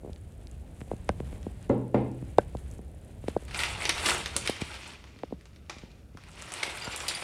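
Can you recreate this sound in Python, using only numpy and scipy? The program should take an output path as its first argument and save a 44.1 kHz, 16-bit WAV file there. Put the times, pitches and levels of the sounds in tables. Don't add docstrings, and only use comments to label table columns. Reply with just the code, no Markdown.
import sys
import numpy as np
from scipy import signal
from scipy.fft import rfft, irfft
from scipy.io import wavfile
from scipy.ndimage import uniform_filter1d

SR = 44100
rng = np.random.default_rng(int(sys.argv[2]) if len(sys.argv) > 2 else 0)


def rack_gain(trim_db):
    fader = np.asarray(trim_db, float)
    return 10 ** (fader / 20)


def dump(signal):
    limited = np.clip(np.atleast_2d(signal).T, -1, 1)
    pcm = np.round(limited * 32767).astype(np.int16)
    wavfile.write(sys.argv[1], SR, pcm)


N = 318843
TIME = np.arange(N) / SR

# start in seconds, peak in dB, crack in relative dB, body in Hz,
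# lower panel in relative dB.
THUDS = [
    (1.695, -11, -28, 288, -13),
    (1.942, -9.5, -23, 343, 14.5),
    (4.06, -36, -56, 272, 27),
    (4.355, -32, -55, 263, 0),
]
# frequency in Hz, level in dB per Hz.
THUD_BODY = [(50, -32.5), (90, -25.5), (200, -21.5), (340, -15.5), (590, -5.5), (800, -21), (1100, -17.5),
             (1450, -26.5), (1900, -41), (4000, -45), (8000, -83)]
# frequency in Hz, level in dB, T60 in seconds.
PANEL_MODES = [(124.2, 0, 0.76), (208, -18.5, 0.57), (268, -12.5, 0.97), (330, -8, 0.75),
               (390, -21.5, 0.28), (506, -9, 0.42), (568, 5.5, 0.1), (108, -26, 0.5), (860, -24, 0.48),
               (2060, -21, 0.09), (1440, -44, 0.28), (7250, -32, 0.066)]
# start in seconds, peak in dB, body in Hz, crack in relative dB,
# freedom (1 finger bounces off, 0 stays pressed).
RAPS = [(0.911, -23, 400, -25.5, 0.98), (1.0882, -16, 534, -7, 1.4), (1.199, -28, 273, -17, 0.83),
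        (1.4625, -26.5, 264, -33, 0.57), (2.3808, -5, 468, -49, 1.13), (2.787, -36.5, 250, -33, .9),
        (2.939, -51, 400, -27, 0.8), (3.42, -42.5, 350, -25, .9), (3.2785, -21.5, 312, -16, 0.87),
        (3.361, -16.5, 375, -40, 1.12), (4.4907, -20.5, 352, -31, 0.79), (5.2308, -26, 447, -13, 0.35),
        (5.3045, -44, 300, -30, .6), (5.3205, -27, 312, -29, 0.19), (6.673, -37.5, 323, -9, 0.73),
        (7.219, -33.5, 836, -14, .9)]
# start in seconds, peak in dB, body in Hz, crack in relative dB.
BUMPS = [(0.811, -35, 300, -5), (0.93, -29, 290, -32), (0.803, -47.5, 510, 1), (0.873, -44, 352, -22),
         (1.14, -46, 299, -29), (1.324, -36, 314, -11.5), (2.221, -32, 256, -22),
         (2.546, -28.5, 454, -62.5), (3.236, -36.5, 370, -17), (4.6145, -25.5, 264, -17),
         (5.158, -46.5, 302, -4), (1.092, -26, 231, -27), (5.335, -40, 167, -36), (5.761, -42, 290, -15.5),
         (5.83, -37, 281, -39), (6.145, -41, 270, -33.5), (6.871, -32, 340, -23)]
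# start in seconds, peak in dB.
DRAG = [(0.029, -43), (0.043, -35), (.057, -39), (.071, -38), (0.081, -43), (0.091, -37), (.116, -52)]
# start in seconds, peak in dB, top in relative dB.
NAILS = [(1.0913, -23.5, -9.5), (2.3837, -22.5, -10.5), (3.2843, -30, -6)]
# frequency in Hz, width in Hz, level in dB.
WOOD_MODES = [(191.5, 40, -39.5), (571, 56, -35.5), (1360, 75, -44.5), (1535, 74, -36), (1710, 84, -42),
              (2040, 130, -35), (2300, 150, -36), (2750, 220, -29), (3650, 270, -22)]
# time in seconds, rustle in dB.
BAG_RUSTLE = [(3.4, -71), (3.52, -81), (3.7, -39.5), (3.95, -47), (4.3, -44.5), (4.7, -43), (4.9, -46),
              (5.0, -57.5), (5.6, -69.5), (6.1, -74.5), (6.2, -59.5), (6.4, -48.5), (6.6, -40),
              (6.95, -39.5), (7.23, -41)]
# peak time in seconds, peak in dB, rise in dB per s, fall in dB per s.
SHAKES = [(3.608, -28.5, 189, 121), (3.83, -34.5, 194, 81), (4.065, -32.5, 500, 300),
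          (4.095, -23.5, 121, 139), (4.39, -54, 108, 112), (4.462, -29, 1100, 1300),
          (4.478, -38, 3000, 1100), (4.614, -36, 1100, 1200), (5.72, -53.5, 398, 53.5),
          (6.428, -50, 900, 250), (6.66, -40.5, 79, 63), (7.1, -40.5, 92, 7)]
# frequency in Hz, level in dB per Hz.
FILM_SPECTRUM = [(300, -1.5), (500, -4), (900, -1.5), (1500, 2.5), (2000, 4), (2500, 4.5), (3300, -0.5),
                 (4500, -2), (5800, -1), (8000, 2), (9800, -4), (11500, -16), (14000, -24), (16000, -30)]
# start in seconds, peak in dB, treble in relative dB, bass in relative dB.
SNAPS = [(3.482, -37, -6, -27), (3.5108, -27, -8, -8), (3.546, -17.5, -7, -18), (3.6353, -14.5, -6, -41),
         (3.8135, -24, -7.5, -31), (3.8212, -29, -12, -24), (3.8538, -12.5, -7, -9), (3.8562, -22, -4, -18),
         (3.893, -8, -2.5, -12), (3.8949, -20.5, 4.5, -17), (3.9802, -20.5, -8, -15),
         (4.0584, -20, -6, -12), (4.0616, -12, -4, -20), (4.0978, -13, -10, -10), (4.106, -18, 2, -14),
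         (4.2598, -16.5, -6, -9), (4.3644, -22, -4, -11), (4.365, -15.5, 5, -4), (4.4606, -34, -2, -21),
         (4.4749, -11.5, -2, -17), (4.498, -25, 4, -2), (4.5646, -31, -12, -32), (4.608, -29, -6, -16),
         (4.6168, -26, -12, -22), (4.7421, -26, -5, -20), (4.927, -44, -8, -13), (5.041, -35, -11, -4),
         (5.4107, -41.5, -8, -30), (5.456, -38.5, -12, -6), (5.561, -42, -5, -14), (5.6968, -24, -9, -1.5),
         (5.6994, -23, -32, -4), (5.7847, -33, -34, -23), (6.1725, -37.5, -4.5, 2.5), (6.4226, -35, 8, 2),
         (6.5204, -32, 5, 3), (6.5384, -27, 5, -36), (6.613, -39, -6, -15), (6.6306, -15, -12, -6),
         (6.6335, -15, -1.5, -13.5), (6.717, -42, -4, -6), (6.9624, -35, 6, -9), (7.004, -23, -17, -12),
         (7.0823, -27, -10, -15), (7.088, -32, 11, -9), (7.111, -23, -12, -7.5)]
# start in seconds, peak in dB.
CRINKLES = [(3.591, -17.5), (4.0881, -12), (4.34, -40), (5.189, -41), (5.532, -52), (5.62, -61),
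            (5.664, -54), (5.82, -46), (5.916, -45), (6.2375, -39), (6.2248, -52), (4.936, -39), (6.6, -48),
            (6.727, -40)]
# start in seconds, peak in dB.
PRICKS = [(3.486, -47), (3.576, -32), (3.7926, -41), (4.044, -30), (4.35, -44), (4.831, -43), (4.877, -38),
          (6.2058, -59), (6.287, -43), (6.3061, -48), (6.3161, -41), (6.333, -45), (6.356, -43),
          (6.3899, -43), (6.3969, -40), (6.417, -31.5), (6.4575, -42), (6.4852, -45), (6.5034, -39),
          (6.5265, -36), (6.8898, -44), (6.977, -28), (6.997, -33), (7.119, -36)]
# start in seconds, peak in dB, pitch in
# Hz, T60 in seconds.
POCKETS = [(3.8135, -23, 2100, .006), (3.8212, -15, 2310, 0.0053), (4.088, -34, 13000, .006),
           (4.3655, -12, 8800, 0.0051), (4.459, -27, 2300, .03), (4.6165, -25, 2360, 0.02),
           (6.6302, -13.5, 2240, 0.013), (6.769, -52, 14500, .02), (6.801, -42, 4400, .035),
           (6.8225, -52, 15000, .015), (6.9618, -43, 14600, .01), (7.086, -30, 3900, 0.024),
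           (7.1112, -22, 2190, .008), (7.104, -32, 4700, .02)]
# start in seconds, tick peak in dB, strikes on the 4.7, 7.3 and 9.3 kHz rings in dB.
PUFFS = [(6.772, -38, -65, -57, -52), (6.7994, -51, -43, -54, -62), (6.8205, -55, -18, -58, -55),
         (6.845, -40, -28, -33, -51), (6.9162, -58, -31, -30, -39), (6.9616, -28.5, -48, -29, -27),
         (7.0344, -52, -54, -61, -55.5), (7.082, -29, -20.5, -21.5, -20.5), (7.1197, -59, -38, -39, -38),
         (7.1484, -44, -23, -37, -22), (7.211, -56, -35, -40, -30)]
# frequency in Hz, level in dB, T60 in seconds, strike column (3 = only a full blow).
BOWL_MODES = [(4775, 1, .065, 0), (7290, -4, .09, 1), (7325, -5, .14, 1), (8317, -16, .08, 1),
              (9216, -7, .18, 2), (9345, -12, .17, 2), (10730, -20, .06, 2), (11250, -12, .06, 2),
              (12770, -12, .07, 3)]
# time in seconds, effort in dB.
ARM_EFFORT = [(0, -70), (.1, -66.5), (.7, -66), (1.0, -64), (1.3, -59), (1.9, -68), (2.4, -61), (2.9, -69),
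              (3.5, -59.5)]
# peak time in seconds, peak in dB, dull part in relative dB.
BRUSHES = [(.55, -65.5, 1.5), (.82, -53.5, -10), (.92, -58.5, -3.5), (1.2, -60, -18), (1.65, -66, 6.5),
           (2.4, -62, -3), (2.6, -58.5, -6), (2.73, -56, -5), (3.295, -56.5, 3), (3.45, -72, 7)]
# start in seconds, peak in dB, centre in Hz.
TICKS = [(0.1321, -39, 4000), (0.1611, -42, 3120), (0.3222, -48, 8970), (0.4712, -35, 4030),
         (0.5135, -40, 9100), (0.8067, -46, 8620), (0.8829, -48, 3150), (0.966, -44, 3750),
         (1.43, -39.5, 3240), (1.6164, -51, 7800), (1.628, -41, 8900), (1.694, -39, 7250),
         (1.9435, -48, 3000), (2.116, -48, 8440), (2.2508, -51, 3350), (2.5707, -37.5, 3530),
         (2.7133, -39, 9250), (2.7833, -48, 8940), (2.8814, -57, 3270), (2.9158, -63, 9300),
         (3.3753, -44.5, 3010), (3.4356, -46, 9000), (3.452, -39, 9200)]
# time in seconds, gain in dB.
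PHONE_GAIN = [(0, -1), (.8, -0.5), (1.29, 8), (1.7, -0.5), (2.3, 2.5), (3.3, 0), (4.35, 1.5), (4.6, -8.5),
              (6.4, -9), (7.23, -7)]
# frequency in Hz, level in dB per Hz.
RUMBLE_SPECTRUM = [(12, -39.5), (20, -1), (49, 8.5), (65, 15.5), (200, -5), (260, -62), (440, -120)]
# frequency in Hz, level in dB per Hz.
AIR_SPECTRUM = [(100, -8), (200, -11.5), (400, -18.5), (650, -20), (900, -23.5), (1300, -24.5), (3000, -52),
                (5500, -50.5), (9400, -46), (12000, -51), (16000, -64.5)]
# frequency in Hz, T60 in seconds.
KITCHEN_T60 = [(100, 0.6), (300, 0.55), (800, 0.41), (2000, 0.62), (6000, 0.28), (14000, 0.0683)]


def unit(x):
    return x / np.sqrt(np.mean(x ** 2))


def peak(x):
    return x / abs(x).max()


def curves(table):
    time_s, *columns = np.transpose(table)
    return [np.interp(TIME, time_s, column) for column in columns]


def band(x, lo_hz, hi_hz):
    sos = signal.butter(2, [lo_hz, min(hi_hz, .45 * SR)], "band", fs=SR, output="sos")
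    return signal.sosfilt(sos, x)


def colour(x, points):
    hz, db = np.transpose(points)
    log_hz = np.log(np.arange(len(x) // 2 + 1) * SR / len(x) + 1)
    return irfft(rfft(x) * rack_gain(np.interp(log_hz, np.log(hz), db)), len(x))


def walk(rate_hz):
    hold = int(SR / rate_hz)
    steps = np.repeat(rng.standard_normal(N // hold + 1), hold)
    return uniform_filter1d(uniform_filter1d(steps, hold), hold)[:N]


def crackle(share, spread_db):
    clicks = (rng.random(N) < share) * rng.standard_normal(N)
    size_db = spread_db * np.minimum(rng.exponential(size=N), 4)
    return unit(clicks * rack_gain(size_db))


def fade(t, t60_s):
    return np.exp(-np.log(1000) * t / max(t60_s, .002))


def surge(peak_s, db, rise_db_s, fall_db_s):
    since = TIME - peak_s
    return rack_gain(2 * (db + np.minimum(rise_db_s * since, -fall_db_s * since)))


def add(out, start_s, x):
    i = max(int(start_s * SR), 0)
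    out[i:i + len(x)] += x[:N - i]


def board(body_hz, crack_db, bounce_db, thump_db, ring=1):
    f, t = np.arange(2049) * SR / 4096, TIME[:4096]
    spread_s = 0.004197
    body = (f / body_hz) ** 2.25 * np.exp(-1.8 * (f / body_hz * 0.98) ** 1.346)
    crack = (f / 2000) ** 2 / (1 + (f / 2000) ** 5)
    thump = (f / 150) ** 2 / (1 + (f / 150) ** 6)
    shoulder = (f / 800) ** 2 * np.exp(-(f / 820) ** 3.1)
    push = body + rack_gain(-25.5) * shoulder + rack_gain(crack_db - 18.5) * crack + rack_gain(thump_db + 4.5) * thump
    hard = np.clip(ring * body_hz / 500, 0, 1) ** 2
    node = 1 - .93 * hard ** .6 * np.exp(-((f - 250) / 62) ** 2)
    tap = peak(irfft(push * node * np.exp(-4j * np.pi * spread_s * np.sqrt(500 * f))))
    tap = tap * np.clip(t / .0012, 0, 1) * np.clip((.08 - t) / .03, 0, 1)
    tap = tap + rack_gain(bounce_db) * np.roll(band(tap, 60, 0.95 * body_hz), int(0.0034 * SR))
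    rise = (1 - np.exp(-t / spread_s)) ** 3
    for hz, width_hz, db in WOOD_MODES:
        mode = np.sin(2 * np.pi * hz * t) * rise * np.exp(-np.pi * width_hz * t)
        tap = tap + rack_gain(db + 26.5) * hard ** (hz / 500) * mode
    return tap


def thuds():
    blow, ring, t = np.zeros(N), np.zeros(N), TIME[:SR]
    waver = [rack_gain(min(hz / 60, 4.5) * walk(hz ** .5 * 1.6)) for hz, *_ in PANEL_MODES]
    for start_s, db, crack_db, body_hz, lower_db in THUDS:
        grit = rng.standard_normal(SR)
        buzz = unit(band(band(grit[::-1], 750, 2760), 700, 3200)) * fade(t, 0.28)
        add(ring, start_s, rack_gain(db + crack_db - 13) * buzz)
        grit[SR // 10] = 12
        rattle = grit * fade(abs(t - .1), 0.034) * (t >= .1)
        body = unit(colour(rattle, THUD_BODY))
        crack = unit(band(band(rattle, 650, 2900), 650, 2900))
        add(blow, start_s - .095, rack_gain(db - 6) * peak(body + rack_gain(crack_db + 8) * crack))
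        add(blow, start_s, rack_gain(db) * board(body_hz, crack_db - 9.5, -1.5, -53))
        panels, start = 0, int(start_s * SR)
        for (hz, mode_db, t60_s), phase, wobble in zip(PANEL_MODES, rng.random(len(PANEL_MODES)), waver):
            level_db = mode_db + lower_db * (150 < hz < 250) + (db + 12) * (hz > 5000)
            mode = np.sin(2 * np.pi * (hz * t + phase)) * fade(t, t60_s) * (1 - np.exp(-t * hz / 1.5))
            panels = panels + rack_gain(level_db) * mode * wobble[start:start + SR]
        add(ring, start_s, rack_gain(db - 13) * panels * (1 - np.exp(-t / 0.0023)) ** 2)
    return blow, ring


def knocks():
    out = np.zeros(N)
    edge_db, pressed_edge_db = -12, 10.5
    drag = [(start_s, db, 302, -41, .9) for start_s, db in DRAG]
    bumps = [(*row, 0.31) for row in BUMPS]
    for rows, thump_db, pressed_db in (RAPS + drag, -30.5, pressed_edge_db), (bumps, -7.5, 0):
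        for start_s, db, body_hz, crack_db, free in rows:
            bounce_db = edge_db + pressed_db * (1 - free)
            tap = board(body_hz, crack_db, bounce_db, thump_db, free)
            add(out, start_s + 0.001756, rack_gain(db + 3.5) * tap)
    spike = 1. * (np.arange(400) == 0)
    middle = peak(band(band(spike, 1800, 5800), 1500, 6200))
    top = peak(band(spike, 8300, 10000))
    for start_s, db, top_db in NAILS:
        add(out, start_s, rack_gain(db) * (middle + rack_gain(top_db) * top))
    return out


def film(x):
    x = colour(x, [(150, -45), *FILM_SPECTRUM])
    parts = band(x, 300, 1500), band(x, 1100, 5600), band(x, 4600, 16500)
    return [unit(part) for part in parts]


def pops():
    out, width = 0, .07
    for hz in 900, 1400, 2000, 2400, 2800, 3500, 4400, 5600, 7000, 8500, 10500:
        ring = band(crackle(hz / 5e5, 3), hz * (1 - width), hz * (1 + width))
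        out = out + hz ** .5 * unit(ring)
    return unit(out)


def rustle():
    power = rack_gain(2 * curves(BAG_RUSTLE)[0]) + sum(surge(*row) for row in SHAKES)
    mid_db = 10 * np.log10(power)
    top_db = mid_db - 7 + 0.21 * (mid_db + 22)
    low_db = mid_db - 5 - 0.0032 * (mid_db + 45.5)
    grains = crackle(.25, 2.5) + rack_gain(-5) * pops() + rack_gain(-15) * crackle(.012, 3.5)
    parts = film(grains * rack_gain(1.6 * walk(120)))
    low, mid, top = (part * rack_gain(1.8 * walk(110)) for part in parts)
    on = np.clip((TIME - 3.4) / .1, 0, 1)
    return on * (low * rack_gain(low_db + 2) + mid * rack_gain(mid_db) + top * rack_gain(top_db + 4.5))


def snaps():
    out, t = np.zeros(N), TIME[:6000] - .01
    wake_db, wake_treble_db, bass_db_slight = -8.5, -3.5, -39
    prick_over_db = 14
    slight = [(*row, -5.5, bass_db_slight) for row in CRINKLES]
    slight += [(start_s, db - prick_over_db, prick_over_db, bass_db_slight) for start_s, db in PRICKS]
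    first, wake = fade(t, .0045), fade(t, 0.081)
    for start_s, db, treble_db, bass_db in SNAPS + slight:
        grit = (t > 0) * rng.standard_normal(len(t))
        grit[np.argmax(t > 0)] = 3.5
        low, mid, _ = film(grit * (first + rack_gain(wake_db) * wake))
        top = film(grit * (first + rack_gain(wake_db + wake_treble_db) * wake))[2]
        top = band(top, 5100, 13000)
        snap = peak(mid) + rack_gain(bass_db) * peak(low) + rack_gain(treble_db) * peak(top)
        add(out, start_s + t[0], rack_gain(db) * snap)
    return out


def pockets():
    out, t = np.zeros(N), TIME[:3000]
    for start_s, db, hz, t60_s in POCKETS:
        pop = np.sin(2 * np.pi * hz * t) * fade(t, t60_s) * (1 - np.exp(-t / (0.058 * t60_s)))
        add(out, start_s, rack_gain(db) * pop)
    return out


def bowl():
    out, t = np.zeros(N), TIME[:SR // 2]
    rolling = rack_gain(3.5 * walk(120))
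    for start_s, db, *strike_db in PUFFS:
        full_db = min(strike_db)
        strikes_db = [*strike_db, full_db]
        phases, spots_db = rng.random(len(BOWL_MODES)), 2 * rng.standard_normal(len(BOWL_MODES))
        for (hz, mode_db, t60_s, column), phase, spot_db in zip(BOWL_MODES, phases, spots_db):
            ring = np.sin(2 * np.pi * (hz * t + phase)) * fade(t, t60_s) * (1 - np.exp(-t / 0.00052))
            add(out, start_s, rack_gain(strikes_db[int(column)] + mode_db + spot_db - 11) * ring)
        clatter = rng.standard_normal(4000) * fade(t[:4000], 0.12)
        clatter = band(band(clatter, 2400, 5300), 2200, 6000)
        add(out, start_s, rack_gain(full_db + 3.5) * clatter)
        tick = rng.standard_normal(600) * fade(t[:600], .008)
        tick = band(band(tick, 6500, 12000), 6500, 12500)
        add(out, start_s, rack_gain(db + 5) * peak(tick))
    return out * rolling


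def sleeve():
    arm = rack_gain(curves(ARM_EFFORT)[0]) ** 2
    bright_power, dull_power = rack_gain(-5) * arm, rack_gain(2 * -0.5) * arm
    for peak_s, db, dull_db in BRUSHES:
        brush = surge(peak_s, db, 297.5, 228)
        bright_power = bright_power + brush
        dull_power = dull_power + brush * rack_gain(2 * dull_db)
    on = np.clip((3.55 - TIME) / 0.11, 0, 1)
    flutter = rack_gain(2 * walk(61.43))
    bright = unit(band(crackle(0.33, 5.4), 6630, 10600)) * np.sqrt(bright_power)
    dull = unit(band(crackle(0.26, 0.7), 620, 3220)) * np.sqrt(dull_power)
    out = (rack_gain(-4.5) * bright + rack_gain(-0.77) * dull) * flutter * on
    for start_s, db, hz in TICKS:
        tick = band(rng.standard_normal(400) * fade(TIME[:400], .002), .6 * hz, hz + 3500)
        tick = band(tick, .3 * hz, 11000)
        add(out, start_s, peak(tick) * rack_gain(db))
    return out


def lens():
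    frame_hz, first_s = 29.97, .0117
    since_s = (TIME - first_s) % (1 / frame_hz)
    step = rng.standard_normal(N) * np.exp(-since_s / .002) * rack_gain(3 * walk(30))
    gain_db = 1.8 * np.minimum(curves(PHONE_GAIN)[0], 0)
    return band(step, 7900, 10250) * rack_gain(-50 + gain_db)


def house():
    gain_db, = curves(PHONE_GAIN)
    rumble = unit(colour(rng.standard_normal(N), [*RUMBLE_SPECTRUM, (400, -50)]))
    rumble = rumble * rack_gain(-44 + gain_db + 1.6 * walk(8.4))
    air = colour(rng.standard_normal(N), [(50, -40), *AIR_SPECTRUM])
    murmur = unit(band(air, 120, 900)) * rack_gain(-52 + 0.45 * gain_db + 1.12 * walk(26))
    hiss = unit(band(air, 780, 17300)) * rack_gain(-65)
    treble_hiss = unit(band(rng.standard_normal(N), 4990, 15000)) * rack_gain(-80)
    return rumble + murmur + hiss + treble_hiss


def kitchen(x):
    t, tail = TIME[:SR], 0
    hz, t60_s = np.transpose(KITCHEN_T60)
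    for lo_hz in 60 * 2. ** np.arange(8):
        decay = fade(t, np.interp(np.log(0.83 * lo_hz), np.log(hz), t60_s))
        tail = tail + band(rng.standard_normal(SR), lo_hz, 2 * lo_hz) * decay
    tail = tail * np.clip((t - .004) / 0.0022, 0, 1)
    return signal.fftconvolve(x, tail / np.sqrt(np.sum(tail ** 2)))[:N]


def scene():
    blow, ring = thuds()
    near = knocks() + bowl()
    plastic = rustle() + snaps() + pockets()
    wet = kitchen(rack_gain(-35) * near + rack_gain(-10) * plastic + rack_gain(-3) * blow)
    return (near + plastic + blow + ring + sleeve() + lens() + house() + wet)[None]


def top_cut(x):
    return signal.sosfilt(signal.butter(12, 15900, fs=SR, output="sos"), x)


def record(dry):
    low_cut = signal.butter(4, 33, "high", fs=SR, output="sos")
    mix = signal.sosfilt(low_cut, dry)
    return top_cut(mix)


dry = scene()
out = record(dry)
dump(out)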